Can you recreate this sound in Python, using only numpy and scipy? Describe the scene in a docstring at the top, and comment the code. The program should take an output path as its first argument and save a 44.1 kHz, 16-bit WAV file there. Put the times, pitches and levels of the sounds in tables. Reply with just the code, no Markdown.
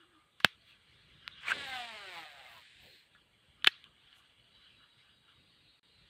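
"""A clutch snaps open, a rod swishes, and a casting reel's free spool whirs and slows until a thumb stops it.
The handle then snaps the clutch shut and winds in with faint gear ticks. Sleeves rustle, wind breathes
on the microphone, and insects sing far off at the edge of a marsh. Knocks ring metal modes, the spool adds
multiples of its turning rate to shaped noise, and cloth, air and wind are shaped noise. Small drifts vary them."""
import sys
import numpy as np
from scipy import signal
from scipy.fft import rfft, irfft, next_fast_len
from scipy.io import wavfile
from scipy.ndimage import uniform_filter1d

SR = 44100
rng = np.random.default_rng(int(sys.argv[2]) if len(sys.argv) > 2 else 0)


def store_wav(level_fs):
    """Save 16-bit WAV to argv[1]."""
    pcm = np.round(np.clip(np.atleast_2d(level_fs), -1, 1) * 32767)
    wavfile.write(sys.argv[1], SR, pcm.T.astype(np.int16))


N = 268569
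T = np.arange(N) / SR   # time in seconds

# In all tables levels are relative, and a half length runs from the peak of a swell to 1/e of its height.
# Wind on the microphone. Each row: time in seconds, level in dB.
WIND_LEVEL = [(0.0, -80.5), (0.27, -79.5), (0.93, -72.5), (1.75, -69), (1.88, -74), (2.22, -77.5),
              (2.73, -78.5), (2.85, -69), (2.97, -78.5), (3.21, -75), (4.24, -77.5), (5.39, -75.5),
              (5.78, -80), (6.09, -73.5)]
# Tone of the wind. Each row: frequency in Hz, level in dB per Hz.
WIND_TONE = [(15, -46.5), (25, -15), (49, 3.5), (97, -2.5), (135, -2), (270, -12.5), (600, -19), (780, -42)]
# Tone of the still air. Each row: frequency in Hz, level in dB per Hz.
AIR_TONE = [(150, -37), (250, -5.5), (460, -6.5), (1380, -7.5), (3280, -7), (4490, -11.5), (5160, -31.5),
            (8400, -17), (10000, -23), (14900, -30), (15600, -32)]
AIR_DB = -75.5
CRICKETS_HZ, CRICKETS_WIDTH_HZ, CRICKETS_DB = 8400, 500, -91
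# A far cicada. Each row: time in seconds, pulses per second.
CICADA_PULSES = [(4.45, 328.5), (5.1, 321), (5.5, 315.5), (6.09, 311)]
# The cicada's body picks out multiples of its pulse rate. Each row: frequency in Hz, level in dB.
CICADA_BODY = [(3400, -100), (3730, -71), (3900, -67), (4060, -68.5), (4150, -79), (4400, -77),
               (4600, -79.5), (5000, -84), (6000, -160)]
CICADA_SWELL_S = 0.1
SECOND_RATE, SECOND_DB = 1.085, -5   # a second cicada, faster and farther
# A low drone. Each row: time in seconds, pitch in Hz, level in dB.
DRONE = [(0, 320, -70), (.1, 343, -79.5), (.18, 312, -69), (.22, 315, -100)]

# Rustle of sleeves and hands. Each row: time in seconds, level in dB.
RUSTLE_LEVEL = [(0.0, -69), (0.352, -76.5), (0.46, -52), (0.592, -68.5), (0.708, -58.5), (0.786, -66.5),
                (0.95, -62), (1.19, -62.5), (1.33, -57), (1.44, -53), (3.0, -65), (3.14, -68),
                (3.246, -73.5), (3.536, -68.5), (3.62, -71), (3.72, -55), (3.91, -69.5), (4.15, -63.5),
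                (4.4, -70), (4.62, -63.5), (4.82, -67.5), (4.92, -69.5), (5.01, -63), (5.19, -78),
                (5.31, -68), (5.58, -69.5), (5.9, -70.5), (6.09, -63.5)]
# Tone of the cloth. Each row: frequency in Hz, level in dB per Hz.
RUSTLE_TONE = [(710, -29), (1200, -14.5), (1660, -7), (2530, -4), (3300, 0), (4210, -7.5), (5450, -26),
               (7000, -29.5), (9100, -62)]
# Gear resonances. Each row: centre in Hz, width in Hz, level in dB.
GEARS = [(1167.4, 170, -8), (1390, 170, -5), (1610, 240, -2), (2900, 150, -4.5), (3300, 400, -3.5)]
GEARS_WAVER_DB = 3.8
MURMUR_DB = -12   # steady gear murmur against the rustle
# Short pushes make the gears murmur louder. Each row: peak in seconds, half length in seconds, level in dB.
PUSHES = [(0.016, 0.035, -62), (0.16, 0.06, -73.5), (1.262, 0.037, -60.5), (1.358, 0.061, -61),
          (3.187, 0.02, -68), (3.628, 0.05, -68), (3.734, 0.039, -67), (3.857, 0.024, -63),
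          (4.15, 0.11, -69.5), (4.64, 0.033, -63), (4.833, 0.036, -64.5), (5.103, 0.047, -71),
          (5.304, 0.054, -66), (5.703, 0.066, -78.5)]
# Gear teeth ticking. Each row: time in seconds, level in dB.
TICK_LEVEL = [(0, -93), (3.6, -83), (4.5, -69.5), (5.0, -78.5), (6.09, -79.5)]
# Cloth and line brush past. Each row: peak in seconds, half length in seconds, lowest Hz, highest Hz, level in dB.
BRUSHES = [(0.694, 0.04, 6400, 15500, -83), (4.18, 0.029, 5300, 12000, -75.5),
           (2.934, 0.094, 3950, 4350, -66)]
# A thin whine as the handle turns. Each row: peak in seconds, half length in seconds, level in dB.
WHINES = [(.17, 0.11, -72), (3.601, .04, -74.5), (3.887, .055, -73.5)]
WHINE_HZ, WHINE_WIDTH_HZ = 1220, 52

# Rod and line cut the air. Each row: time in seconds, then the rush, low rush and high rush in dB.
SWISH = [(1.41, -57, -86, -72), (1.44, -42.5, -95, -77), (1.48, -30.5, -60, -55.5),
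         (1.515, -24.5, -61, -50), (1.535, -32, -53, -67), (1.556, -57, -49, -92), (1.66, -45, -61.5, -81)]
# Tone of the main rush. Each row: frequency in Hz, level in dB per Hz.
RUSH_TONE = [(400, -18), (800, -12), (1200, -2.5), (2600, -0.5), (3600, -9), (4800, -21), (6000, -54.5)]
# Tone of the high rush. Each row: frequency in Hz, level in dB per Hz.
HIGH_RUSH_TONE = [(3500, -33), (5500, -4), (8300, 2), (9500, -9.5), (12000, -16), (15000, -12),
                  (16500, -19)]
# Rough whistles of the whipping line. Each row: peak in seconds, half length in seconds, pitch in Hz, level in dB.
WHISTLES = [(1.482, 0.0045, 2320, -26), (1.493, 0.0049, 2300, -43), (1.509, 0.003, 1450, -22),
            (1.518, 0.0042, 2820, -32), (1.519, 0.01, 1546, -25.5)]
WHISTLE_FLUTTER_DB, WHISTLE_RISE_S = 3, 0.0005

# The free spool slows. Each row: time in seconds, turns per second.
SPIN = [(1.56, 291), (1.68, 267.4), (1.85, 238.4), (2.18, 166), (2.31, 146.5), (2.63, 101), (3.0, 62)]
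# How the frame passes the hum. Each row: frequency in Hz, level in dB.
FRAME = [(250, -33), (450, -11.5), (640, 4.5), (750, 2), (900, -2.5), (1150, -4), (1700, -0.5), (2550, -5),
         (3500, -4), (5000, -15)]
# Low resonances that the first three multiples sweep through. Each row: frequency in Hz, level in dB.
WOBBLE = [(140, -22), (164, -18), (185, -41), (235, -12), (290, -23), (370, -10.5), (450, -22),
          (490, -14.5), (550, -12.5), (730, -0.5), (805, -3), (840, -16)]
# Tone of the bearing noise. Each row: frequency in Hz, level in dB per Hz.
WHIR_TONE = [(910, -45.5), (1550, -8), (1710, -3.5), (2250, -3.5), (3910, -4), (6030, -28), (8160, -18.5),
             (9500, -28), (12400, -52)]
# Tone of the line's hiss. Each row: frequency in Hz, level in dB per Hz.
LINE_TONE = [(3240, -29), (5500, -37), (6070, -5.5), (8260, -14), (10000, -6.5), (13000, 2), (15000, 0),
             (15600, 6)]
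# Line pays out in surges and once slackens. Each row: peak in seconds, half length in seconds,
# then the lift of hum, whir and hiss in dB.
SURGES = [(1.685, 0.028, 0, -0.5, 10), (1.766, 0.055, 4.5, 4, 10.5), (2.167, 0.057, 4.5, 2.5, 8),
          (2.33, 0.075, -4, -1, 0), (2.54, 0.086, -3, 2, 9.5), (2.862, 0.12, 9, 3, 7.5)]
# The thumb drags on the spool. Each row: time in seconds, resonance in Hz, level in dB.
BRAKE = [(2.79, 850, -90), (2.82, 695, -73), (2.865, 600, -60.5), (2.92, 480, -68), (2.98, 296, -74),
         (3.0, 280, -82)]
FREE_S, THUMB_S, STOP_S = 1.53, 2.612, 3.0   # spool let go, thumb feathers it, thumb stops it
HUM_DB, HUM_FALL_DB_PER_S, THUMB_DAMPS_DB = -47.5, 11, 44
WHIR_DB, WHIR_FALL_DB_PER_S, STOP_DB_PER_S = -46.5, 11, 76
HISS_DB, HISS_PAUSE_S, HISS_PAUSE_DB = -82.5, 0.16, 17   # the hiss pauses at the thumb's first touch
HUM_WAVERS_DB, HUM_FLUTTERS_DB, HUM_BLUR_RAD = 4.2, 2.5, 0.5   # each multiple on its own
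ROUGH_FROM_S, ROUGH_DB = 2.226, 4   # slowing down, the spool runs unevenly and its multiples break up
WOBBLE_FADES_DB = 30   # the wobble dies once the spool runs unevenly

# Contacts in the reel's clutch and frame. Each row: time in seconds, peak in dB, strongest ring in Hz,
# fall-off in dB per octave, crack in dB, thud in dB, rise in milliseconds, share of the ring's length.
CONTACTS = [(0.4012, -11.5, 1060, 45.5, -65, -50.5, 3.3, 0.5),
            (0.402, -38, 3715, 24.5, -45.5, -45, 1.5, 0.92), (0.403, -42, 1680, 44.5, -49.5, -45, 2, 2),
            (0.4385, -37.5, 3400, 19.5, -45.5, -44.5, 1.5, 1.2),
            (0.445, -16.5, 3470, 13.5, -29, -37.5, 0.25, 0.48),
            (0.4466, -1.5, 3500, 1, -21, -16, 0.065, 0.39),
            (0.4479, -8.5, 1640, 14, -32.5, -20.5, 0.39, 0.45),
            (0.4506, -20, 2730, 50, -38.5, -36, 2.2, 1.1), (0.4563, -20, 1150, 8, -38, -22.5, 1.5, 0.86),
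            (1.278, -21.5, 2900, 6, -27.5, -41, 0.087, 0.13), (2.581, -43, 3400, 13, -12, -45, .3, .7),
            (3.149, -35.5, 1480, 57, -40.5, -36, 1.03, 2.2), (3.159, -40.5, 1470, 45, -42, -42, 1.2, 3),
            (3.621, -41, 2950, 23, -35, -47, 2.2, 1.2), (3.6436, -18, 3000, 25, -22, -42, .8, .6),
            (3.645, -7, 2308, 4, -29.5, -43.5, .5, .35), (3.6619, -17, 3030, 35, -37.5, -48, 1.5, 1),
            (3.664, -15.5, 2000, 16.5, -41, -51.5, .6, .55), (3.671, -3, 2139, 23, -19.5, -36.5, .2, 1.1),
            (3.6721, 1, 3030, 40, -34, -28.5, 0.6, 1.2), (3.6745, -0.5, 2597, 10, -31, -28.5, 0.29, 0.48),
            (3.677, -21, 2960, 18.5, -31.5, -18, .9, 0.76), (3.681, -26, 1900, 44.5, -35.5, -31.5, 1.5, 3),
            (3.841, -32.5, 2990, 39, -27.5, -50.5, 0.52, 0.78),
            (4.0733, -42, 3100, 32, -37.5, -46.5, 1.1, .8), (4.128, -39.5, 3140, 40, -37, -35, 1.3, 0.81)]
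# Ringing modes of the reel. Each row: frequency in Hz, level in dB, time to fall 60 dB in seconds.
REEL_MODES = [(1090, -24, 0.034), (1460, -9.5, 0.0088), (1679, -0.5, 0.016), (1880, -5.5, 0.023),
              (2160, -0.5, 0.009), (2625, -0.5, 0.019), (3090, 2.5, 0.011), (3400, -2, 0.016),
              (3900, -8, 0.0044)]
# Modes of small steel parts. Each row: frequency in Hz, level in dB, time to fall 60 dB in seconds.
STEEL_MODES = [(6150, -14, 0.002), (6870, -10, 0.012), (8100, -6, 0.0029)]
# Modes of the rod grip. Each row: frequency in Hz, level in dB, time to fall 60 dB in seconds.
GRIP_MODES = [(107.9, -19, 0.051), (200, -6, 0.02), (370, -7.5, 0.017), (610, 0.5, 0.0057),
              (795, 1, 0.0086), (940, -5.5, 0.02)]

# The sound cuts out briefly. The pair: start in seconds, end in seconds.
DROPOUT = (5.7955, 5.8298)
CUTOFF_HZ = 16700
TOP = 1.1   # loud peaks are rounded towards this height


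def amp(db):
    """dB to gain."""
    return 10 ** (np.asarray(db) / 20)


def unit(x):
    """Scale to an rms (average strength) of 1."""
    return x / np.sqrt(np.mean(x ** 2) + 1e-20)


def curve(rows):
    """Columns of a table over time, then a gate that is open inside its span."""
    s, *columns = np.transpose(rows)
    inside = 1.0 * (T >= s[0]) * (T <= s[-1])
    gate = uniform_filter1d(inside, size=400, mode="nearest")
    return [np.interp(T, s, column) for column in columns] + [gate]


def at_hz(points, hz):
    """Read a spectrum on a log-frequency axis, at -80 dB outside its ends."""
    table_hz, table_db = np.transpose(points)
    return np.interp(np.log(hz + 1e-9), np.log(table_hz), table_db, left=-80, right=-80)


def drift(rate):
    """Random wandering with rms 1; a higher rate in Hz wanders faster."""
    r = np.exp(-80 * np.pi * rate / SR)   # worked out on every 40th sample
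    slow = signal.lfilter([1], [1, -2 * r, r * r], rng.standard_normal(N // 40 + 2002))[2000:]
    return np.interp(np.arange(N) / 40, np.arange(len(slow)), unit(slow))


def step(s, width):
    """Straight rise from 0 to 1 that starts at s."""
    return np.clip((T - s) / width, 0, 1)


def bell(s, half):
    """A smooth swell of height 1."""
    return np.exp(-((T - s) / half) ** 2)


def colour(x, spectrum):
    """Shape a dense noise by a spectrum; rms 1."""
    size = next_fast_len(N)
    gain = amp(at_hz(spectrum, np.fft.rfftfreq(size, 1 / SR)))
    return unit(irfft(rfft(x, size) * gain, size)[:N])


def band(x, low_hz, high_hz):
    """Keep the sound between two frequencies."""
    return signal.sosfilt(signal.butter(2, [low_hz, high_hz], "band", fs=SR, output="sos"), x + 1e-18)


def ring(x, hz, t60):
    """A unit click sets ringing a sine that starts near height 1 and falls 60 dB in t60 seconds."""
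    r, w = amp(-60 / (t60 * SR)), 2 * np.pi * hz / SR
    return signal.lfilter([0, np.sin(w)], [1, -2 * r * np.cos(w), r * r], x + 1e-18)


def grains(per_s, spread_db):
    """Random clicks of uneven size."""
    clicks = rng.random(N) < per_s / SR
    size_db = spread_db * np.minimum(rng.exponential(1, N), 4)
    return clicks * rng.choice([-1, 1], N) * amp(size_db)


def patchy(x, patch_db, from_hz=350, count=17):
    """Quarter-octave bands of a noise swell and sink on their own."""
    edges = from_hz * 2 ** (np.arange(count) / 4)
    out = x
    for low, high in zip(edges, edges[1:]):
        swell = amp(patch_db * drift(10.0) - patch_db)
        out = out + (swell - 1) * band(x, low, high)
    return out


def free_run():
    """Open from the release until the spool has stopped."""
    return step(FREE_S, 0.0099) - step(STOP_S + 0.072, 0.038)


def cicadas():
    """Two pulse trains at nearby rates, heard as the multiples that the body picks out."""
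    pulses = curve(CICADA_PULSES)[0] * (1 + 0.001547 * drift(9.3))
    cycles = 2 * np.pi * np.cumsum(pulses) / SR
    out = np.zeros(N)
    for rate, db in [(1, 0), (SECOND_RATE, SECOND_DB)]:
        for k in range(11, 16):
            level_db = at_hz(CICADA_BODY, k * rate * pulses) + db - 5 + 4.5 * drift(12)
            out += amp(level_db) * np.sin(k * rate * cycles + 1.1 * drift(20))
    return step(CICADA_PULSES[0][0], CICADA_SWELL_S) * out


def marsh():
    """Shaped noise for wind, still air and crickets, with two cicadas and an unsteady low drone."""
    wind = amp(curve(WIND_LEVEL)[0] + 2.5 + 2.8 * drift(5.6)) * colour(rng.standard_normal(N), WIND_TONE)
    air = amp(AIR_DB) * patchy(colour(rng.standard_normal(N), AIR_TONE), patch_db=4.5)
    half = CRICKETS_WIDTH_HZ / 2
    crickets = unit(band(rng.standard_normal(N), CRICKETS_HZ - half, CRICKETS_HZ + half))
    crickets *= amp(CRICKETS_DB + 1.2 * drift(6.5))
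    hz, drone_db, near = curve(DRONE)
    drone = np.sin(2 * np.pi * np.cumsum(hz * (1 + 0.058 * drift(34))) / SR)
    return wind + air + crickets + cicadas() + near * amp(drone_db + 4.5) * drone


def handling():
    """Cloth rustle, a murmur in gear resonances, a whine and clumps of short tooth ticks."""
    rustle_db, _ = curve(RUSTLE_LEVEL)
    busy = 1 - free_run()   # the hands rest while the spool runs free
    cloth = colour(rng.standard_normal(N) + 0.54 * grains(1500, 4.2), RUSTLE_TONE) * amp(0.89 * drift(14))
    cloth = patchy(cloth, patch_db=6.0, from_hz=840, count=12)

    murmur = amp(rustle_db + MURMUR_DB) + sum(amp(db) * bell(s, half) for s, half, db in PUSHES)
    gear = np.zeros(N)
    for hz, width, db in GEARS:
        hum = unit(band(rng.standard_normal(N), hz - width / 2, hz + width / 2))
        gear += amp(db + GEARS_WAVER_DB * drift(9)) * hum

    teeth = grains(250 * amp(4.2 * drift(5.5)), 2.4)
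    tick = unit(ring(teeth, 2950, 0.02) - ring(teeth, 3350, 0.01))
    brushes = np.zeros(N)
    for s, half, low, high, db in BRUSHES:
        brushes += amp(db) * bell(s, half) * unit(band(rng.standard_normal(N), low, high))
    whine = unit(ring(rng.standard_normal(N), WHINE_HZ, 1.7 / WHINE_WIDTH_HZ))
    whine *= sum(amp(db) * bell(s, half) for s, half, db in WHINES)
    hands = busy * (amp(rustle_db - 4.0) * cloth + amp(-6.5) * murmur * gear)
    return hands + amp(curve(TICK_LEVEL)[0]) * tick + brushes + whine


def swish():
    """Eddies behind the rod make a broad rush; the whipping line whistles in short rough bursts."""
    rush_db, low_db, high_db, on = curve(SWISH)
    white = rng.standard_normal(N)
    rush = amp(rush_db - 8) * colour(white + 1.7 * grains(3600, 1.3), RUSH_TONE)
    low_rush = amp(low_db) * unit(band(white, 70, 720))
    high_rush = amp(high_db) * colour(white + 0.5 * grains(400, 9.0), HIGH_RUSH_TONE)
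    out = on * (rush + low_rush + high_rush)
    for s, half, hz, db in WHISTLES:
        swell = np.where(T < s, bell(s, WHISTLE_RISE_S), bell(s, half))
        tone = np.sin(2 * np.pi * hz * T + 0.5 * drift(49))
        out += amp(db + WHISTLE_FLUTTER_DB * drift(180)) * swell * tone
    return out


def cast_levels():
    """Hum, whir and line hiss in dB: hum and whir sink with time; all surge with the line and yield to the thumb."""
    lift = sum(np.outer(lifts_db, bell(s, half)) for s, half, *lifts_db in SURGES)
    since = T - FREE_S
    stop = STOP_DB_PER_S * np.maximum(T - STOP_S, 0)
    pause = step(THUMB_S, 0.049) - step(THUMB_S + HISS_PAUSE_S, 0.044)
    hum = HUM_DB - HUM_FALL_DB_PER_S * since + lift[0] - THUMB_DAMPS_DB * step(THUMB_S - 0.03, 0.15)
    whir = WHIR_DB - WHIR_FALL_DB_PER_S * since + lift[1] - stop
    hiss = HISS_DB + lift[2] - HISS_PAUSE_DB * pause - 2 * stop
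    return hum, whir, hiss


def spool_tones(turns, phase, hum_db, centre):
    """Multiples of the turning rate: a hum coloured by the frame, and a drag around the thumb's resonance."""
    part = slice(int(1.4 * SR), int(3.2 * SR))   # only while the spool is heard
    hum, drag = np.zeros(N), np.zeros(N)
    for k in range(1, 29):
        hz = k * turns[part]
        blur = min(k / 4, 1) * HUM_BLUR_RAD * drift(35) * (1 + step(ROUGH_FROM_S, 0.22))
        wave = np.sin(k * phase[part] + rng.uniform(0, 2 * np.pi) + blur[part])
        rough_db = ROUGH_DB * step(ROUGH_FROM_S, 0.44) * (drift(25) - 0.5)
        waver_db = HUM_WAVERS_DB * drift(8.5) + HUM_FLUTTERS_DB * drift(30) + rough_db
        waver = amp(waver_db[part] - 0.17 * max(k - 14, 0))   # high multiples are weaker
        if k < 4:
            wobble_db = (hum_db - WOBBLE_FADES_DB * step(ROUGH_FROM_S, 0.097))[part]
            level = waver ** 0.83 * amp(wobble_db + 1.0 + at_hz(WOBBLE, hz))
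        else:
            level = waver * amp(hum_db[part] - 8.0 + at_hz(FRAME, hz))
        hum[part] += wave * level
        drag[part] += wave * waver ** 0.8 * amp(-35 * np.log2(hz / centre[part]) ** 2)
    return hum, drag


def spool():
    """A wobble and one bump a turn make multiples; the bearing noise throbs with the turn until the thumb."""
    turns, _ = curve(SPIN)
    hum_db, whir_db, line_db = cast_levels()
    centre, brake_db, thumb = curve(BRAKE)
    phase = 2 * np.pi * np.cumsum(turns * (1 + 0.00591 * drift(25.8))) / SR
    hum, drag = spool_tones(turns, phase, hum_db, centre)

    throb = 1 + 0.5 * np.cos(phase) * (T < THUMB_S)
    each_turn = np.diff(phase // (2 * np.pi), prepend=0)
    bumps = unit(each_turn * amp(1.5 * drift(60)))
    bumps *= 1 - step(ROUGH_FROM_S, THUMB_S - ROUGH_FROM_S)   # they fade as the spool runs unevenly
    whir = colour(throb * rng.standard_normal(N) + 2.5 * grains(2300, 3.0) + bumps, WHIR_TONE)
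    whir *= amp(0.55 * drift(21))
    rumble = unit(band(throb * rng.standard_normal(N), 630, 2700))
    line = colour(throb * rng.standard_normal(N) + bumps, LINE_TONE)
    line = unit(patchy(line, patch_db=5, from_hz=5000, count=7))
    noise = amp(whir_db - 1.5) * whir + amp(hum_db - 9.0) * rumble + amp(line_db + 1.0) * line
    return free_run() * (hum + noise) + thumb * amp(brake_db - 5.5) * drag


def strike(s, db, pitch_hz, fall_db, rise_ms, share, chance):
    """One contact: every mode swells over the rise time and dies; those nearest its pitch are favoured."""
    hz, gain_db, t60 = np.transpose(REEL_MODES)[:, :, None]
    t = np.arange(int(0.06 * SR)) / SR
    swell = np.sin(np.pi / 2 * np.clip(1000 * t / max(rise_ms, 0.02), 0, 1)) ** 2
    start_db = db + gain_db - 8.0 - fall_db * abs(np.log2(hz / pitch_hz)) + chance[:, None]
    level_db = start_db - 60 * np.maximum(t - rise_ms / 1000, 0) / (t60 * share)
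    out, at = np.zeros(N), round(s * SR)
    out[at:at + len(t)] = swell * np.sum(amp(level_db) * np.sin(2 * np.pi * hz * t), axis=0)
    return out


def contacts():
    """Each contact rings the reel's modes, with a crack, a thud in the grip and a short scatter."""
    s, db, pitch, fall, crack_db, thud_db, rise, share = np.transpose(CONTACTS)
    at = np.round(s * SR).astype(int)
    chance = rng.normal(0, 1.2, (len(s), len(REEL_MODES)))   # dB for each mode of each contact

    def train(level_db):
        """One click per contact."""
        return np.bincount(at, amp(level_db), N)

    rings = sum(strike(*row) for row in zip(s, db, pitch, fall, rise, share, chance))
    # a blunt contact: little above or below the modes
    rings = signal.sosfilt(signal.butter(5, [1060, 4800], "band", fs=SR, output="sos"), rings)
    decay = amp(-60 / (0.0082 * SR))
    burst = signal.lfilter([1], [1, -decay], train(db + crack_db - 4.5) + 1e-18)
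    crack = band(burst * rng.standard_normal(N), 6000, 15000)
    crack += sum(ring(train(db + crack_db + gain_db), hz, t60) for hz, gain_db, t60 in STEEL_MODES)
    thud = sum(ring(train(db + thud_db + gain_db), hz, t60) for hz, gain_db, t60 in GRIP_MODES)

    # two decays of power: off the angler, then off the reeds
    near = ring(train(db), SR / 4, 0.04) ** 2
    far = ring(train(db), SR / 4, 0.15) ** 2
    tail = np.sqrt(abs(uniform_filter1d(amp(-60.0) * near + amp(-86.0) * far, size=8)))
    scatter = band(band(rng.standard_normal(N), 900, 4600), 1400, 4200)
    scatter += amp(-25.0) * band(rng.standard_normal(N), 5000, 13000)
    scatter = unit(patchy(scatter, patch_db=5.0, from_hz=930, count=11))
    return rings + crack + band(thud, 150, 940) + tail * scatter


def scene():
    """All sources add up at one microphone."""
    return (marsh() + handling() + swish() + spool() + contacts())[None]


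def record(dry):
    """The small microphone drops the deep bass; loud peaks are rounded; a brief dropout; the top is cut."""
    thin = signal.sosfilt(signal.butter(2, 70, "high", fs=SR, output="sos"), dry)
    gain = np.where((T > DROPOUT[0]) & (T < DROPOUT[1]), amp(-29.5), 1)
    rounded = TOP * np.tanh(thin * gain / TOP)
    return signal.sosfilt(signal.cheby2(14, 50, CUTOFF_HZ, fs=SR, output="sos"), rounded)


dry = scene()
out = record(dry)
store_wav(out)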